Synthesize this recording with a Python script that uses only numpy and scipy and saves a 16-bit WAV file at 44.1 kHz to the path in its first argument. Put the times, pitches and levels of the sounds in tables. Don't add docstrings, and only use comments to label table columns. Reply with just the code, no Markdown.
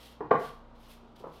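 import sys
import numpy as np
from scipy import signal
from scipy.fft import rfft, irfft, next_fast_len
from scipy.io import wavfile
from scipy.ndimage import uniform_filter1d

SR = 44100
rng = np.random.default_rng(int(sys.argv[2]) if len(sys.argv) > 2 else 0)


def gain_from_db(level_db):
    decades = np.asarray(level_db, float) / 20
    return 10 ** decades


def unload_wav(signal):
    wavfile.write(
        sys.argv[1],
        SR,
        np.round(np.clip(np.atleast_2d(signal).T, -1, 1) * 32767).astype(np.int16),
    )


N = 61739
SIZE = next_fast_len(N)


def unit(x):
    return x / np.sqrt(np.mean(x ** 2))


def across(table, hz):
    f, value = np.array(table).T
    return np.interp(np.log(hz + 1), np.log(f), value)


def colour(x, table):
    hz = np.arange(SIZE // 2 + 1) * SR / SIZE
    gain = gain_from_db(across(table, hz)) * np.minimum(hz / table[0][0], 1) ** 2
    return irfft(rfft(x, SIZE) * gain, SIZE)[:N]


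def walk(rate_hz):
    hold = int(SR / rate_hz)
    steps = np.repeat(rng.standard_normal(N // hold + 1), hold)
    return 1.7 * uniform_filter1d(uniform_filter1d(steps, hold), hold)[:N]


def bands(count):
    f = np.arange(SIZE // 2 + 1) * SR / SIZE + 1
    out = []
    for hz in 60 * 2 ** (np.arange(count) / 3):
        phase = 2j * np.pi * rng.random(len(f))
        out.append((hz, irfft(np.exp(phase - (3 * np.log2(f / hz)) ** 2), SIZE)[:N]))
    return out


def bristles():
    flicks_per_s, flick_spread_db, slide_db, chatter_db, chatter_hz = 5000, 2, 0.5, 1, 120
    when, sign, size = rng.random(size=(3, N))
    flicks = (when < flicks_per_s / SR) * np.sign(sign - .5) * gain_from_db(-flick_spread_db * np.log(1 - size))
    slide = gain_from_db(slide_db) * rng.standard_normal(N)
    return (unit(flicks) + slide) * gain_from_db(chatter_db * walk(chatter_hz))


# peak t/s, rise/s, fall/s, level/dB, bristle-tip sizzle/dB
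STROKES = [(.04, 0.033, 0.037, -56, 1), (.116, .015, .018, -65.5, 3), (.348, .015, .008, -65, -0.5),
           (.44, 0.036, 0.043, -56.5, 3), (.76, .008, 0.027, -71, -6.5), (.808, 0.01, 0.021, -66.5, 3),
           (.855, .022, .03, -65, 0), (0.912, 0.02, 0.028, -60, 5.5), (1.163, .004, 0.0069, -61.5, -3),
           (1.196, 0.014, .02, -65, 0.5), (1.07, 0.06, .05, -76, -12), (1.29, 0.034, 0.037, -73, -1.5),
           (1.35, 0.02, 0.042, -64, 0.5)]
# f/Hz, level/dB
RASP_SPECTRUM = [(900, -16), (1700, -8), (2400, -5.5), (3100, -0.5), (4500, -6), (6000, -13), (7500, -22),
                 (10000, -28.5)]
# f/Hz, level/dB
SIZZLE_SPECTRUM = [(5000, -34), (7300, -25), (9500, -20), (12500, -18.5), (14500, -22.5), (15700, -28.5)]


def brush(t):
    rasp_power, tip_power = 0, 0
    for peak_s, rise_s, fall_s, db, sizzle_db in STROKES:
        swell = np.exp(-((t - peak_s) / rise_s) ** 2 / 2)
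        release = 1 / np.cosh((t - peak_s) / fall_s)
        press = gain_from_db(db) * np.where(t < peak_s, swell, release)
        rasp_power = rasp_power + press ** 2
        tip_power = tip_power + (press * gain_from_db(sizzle_db)) ** 2
    shared = bristles()
    scale = np.std(colour(shared, RASP_SPECTRUM))
    rasp = colour(shared * np.sqrt(rasp_power), RASP_SPECTRUM)
    tips = shared + 0.76 * bristles()
    sizzle = colour(tips * np.sqrt(tip_power), SIZZLE_SPECTRUM)
    return (rasp + sizzle) / scale


# f/Hz, level/dB rms
MOTOR_LINES = [(28.8, -59.5), (58.6, -63.5), (118.5, -68.5), (233.5, -62.5), (937, -71.5)]
# t/s, level/dB
SHAFT_SWELL = [(0, -14), (.3, -8.5), (.55, 4.5), (.9, 2), (1.1, -3), (1.4, -7)]
# f/Hz, level/dB per Hz
AIR_SPECTRUM = [(70, -16.5), (200, -8), (450, -10), (1200, -12), (1500, -25), (3500, -30), (6000, -45),
                (15000, -60.5)]


def cooler(t):
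    air_db, line_waver_hz, air_waver_hz = -58.5, 9, 6
    swell = np.interp(t, *np.array(SHAFT_SWELL).T)
    wavers = [swell] + [walk(line_waver_hz) for _ in MOTOR_LINES[1:]]
    lines = np.zeros(N)
    for waver_db, (hz, db) in zip(wavers, MOTOR_LINES):
        lines += np.sqrt(2) * gain_from_db(db + waver_db) * np.sin(2 * np.pi * (hz * t + rng.random()))
    air = sum(x * gain_from_db(across(AIR_SPECTRUM, hz) + walk(air_waver_hz)) for hz, x in bands(count=25))
    return lines + gain_from_db(air_db) * unit(air)


# t/s, level/dB, contact/ms, pitch factor
KNOCKS = [
    (.2060, -27, 1.24, 0.91),
    (0.2104, -24, 1.78, .95),
    (.3076, -30, 0.34, 1.0),
    (0.3109, -14.5, 0.55, 1.0),
    (.3153, -15, .8, 1.0),
    (1.032, -43.5, 3.0, 0.876),
    (1.204, -37, 3, 0.9),
    (1.2372, -41.5, 0.87, .88),
    (1.2414, -30.5, 1.58, 1.06),
]
# t/s, level/dB, contact/ms, pitch factor
FURTHER_KNOCKS = [
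    (.2225, -33, 1.37, .78),
    (.238, -38, 1.7, .76),
    (1.043, -46, 2.7, .9),
    (1.2115, -43, 2.7, 0.86),
    (1.2545, -38, 1.3, 1.08),
    (1.267, -39.5, 1, 0.86),
    (1.05, -50.5, 2.6, 0.86),
]
# f/Hz, level/dB, t60/s
BLOCK_MODES = [(145, -23, .25), (263, -21, .06), (375.7, -4, 0.046), (471.8, 3, 0.032), (694, -6, 0.037),
               (801, -5, .05), (1070, -1, .06), (1167, -4, .07), (1251, -4.5, 0.054), (1600, -19.5, 0.026),
               (1873, -12.5, .05), (2022, -15, 0.028), (2700, -30, .02), (3280, -22.5, 0.025)]
# f/Hz, level/dB
THUD_SPECTRUM = [(90, -26.5), (200, -11), (330, 0), (650, -1), (1400, -2.5), (2300, -13.5), (4000, -23),
                 (9000, -40.5)]


def knocks(contacts):
    thud_db, thud_t60_s, thud_rise_s, radiates_from_hz = 2, 0.031, 0.00091, 104
    out = np.zeros(N + SR)
    u = np.arange(SR // 4) / SR
    thud_shape = gain_from_db(thud_db - 60 * u / thud_t60_s) * (1 - np.exp(-u / thud_rise_s))
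    for at_s, db, contact_ms, pitch in contacts:
        ring = np.zeros(len(u))
        for k, (hz, mode_db, t60_s) in enumerate(BLOCK_MODES):
            ring += (-1) ** k * gain_from_db(mode_db - 60 * u / t60_s) * np.sin(2 * np.pi * hz * pitch * u)
        thud = unit(colour(rng.standard_normal(N), THUD_SPECTRUM))[:len(u)] * thud_shape
        push = u * np.exp(-6000.0 * u / contact_ms)
        i = int(at_s * SR)
        out[i:i + len(u)] += gain_from_db(db) * signal.fftconvolve(ring + thud, push / push.sum())[:len(u)]
    radiation = signal.butter(2, radiates_from_hz, "high", fs=SR, output="sos")
    return signal.sosfilt(radiation, out[:N])


# f/Hz, t60/s
ROOM_T60 = [(125, .45), (400, 0.33), (1000, 0.41), (2500, 0.47), (6000, 0.36), (14000, 0.11)]


def room():
    first_wall_s, build_s = .006, 0.0046
    t = np.maximum(np.arange(N) / SR - first_wall_s, 0)
    tail = sum(x * gain_from_db(-60 * t / across(ROOM_T60, hz)) for hz, x in bands(count=25))
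    tail = tail * (1 - np.exp(-t / build_s))
    return tail / np.sqrt(np.sum(tail ** 2))


def scene():
    knock_room_db, brush_room_db = -4, -8.5
    t = np.arange(N) / SR
    hits = knocks(KNOCKS)
    sweep = brush(t)
    shop = room()
    hum = cooler(t)
    hits = hits + knocks(FURTHER_KNOCKS)
    sent = gain_from_db(knock_room_db) * hits + gain_from_db(brush_room_db) * sweep
    wet = signal.fftconvolve(sent, shop)[:N]
    return (hits + sweep + wet + hum)[None]


def low_pass(x):
    return signal.sosfilt(signal.butter(12, 15770, fs=SR, output="sos"), x)


def record(dry):
    return low_pass(dry)


dry = scene()
out = record(dry)
unload_wav(out)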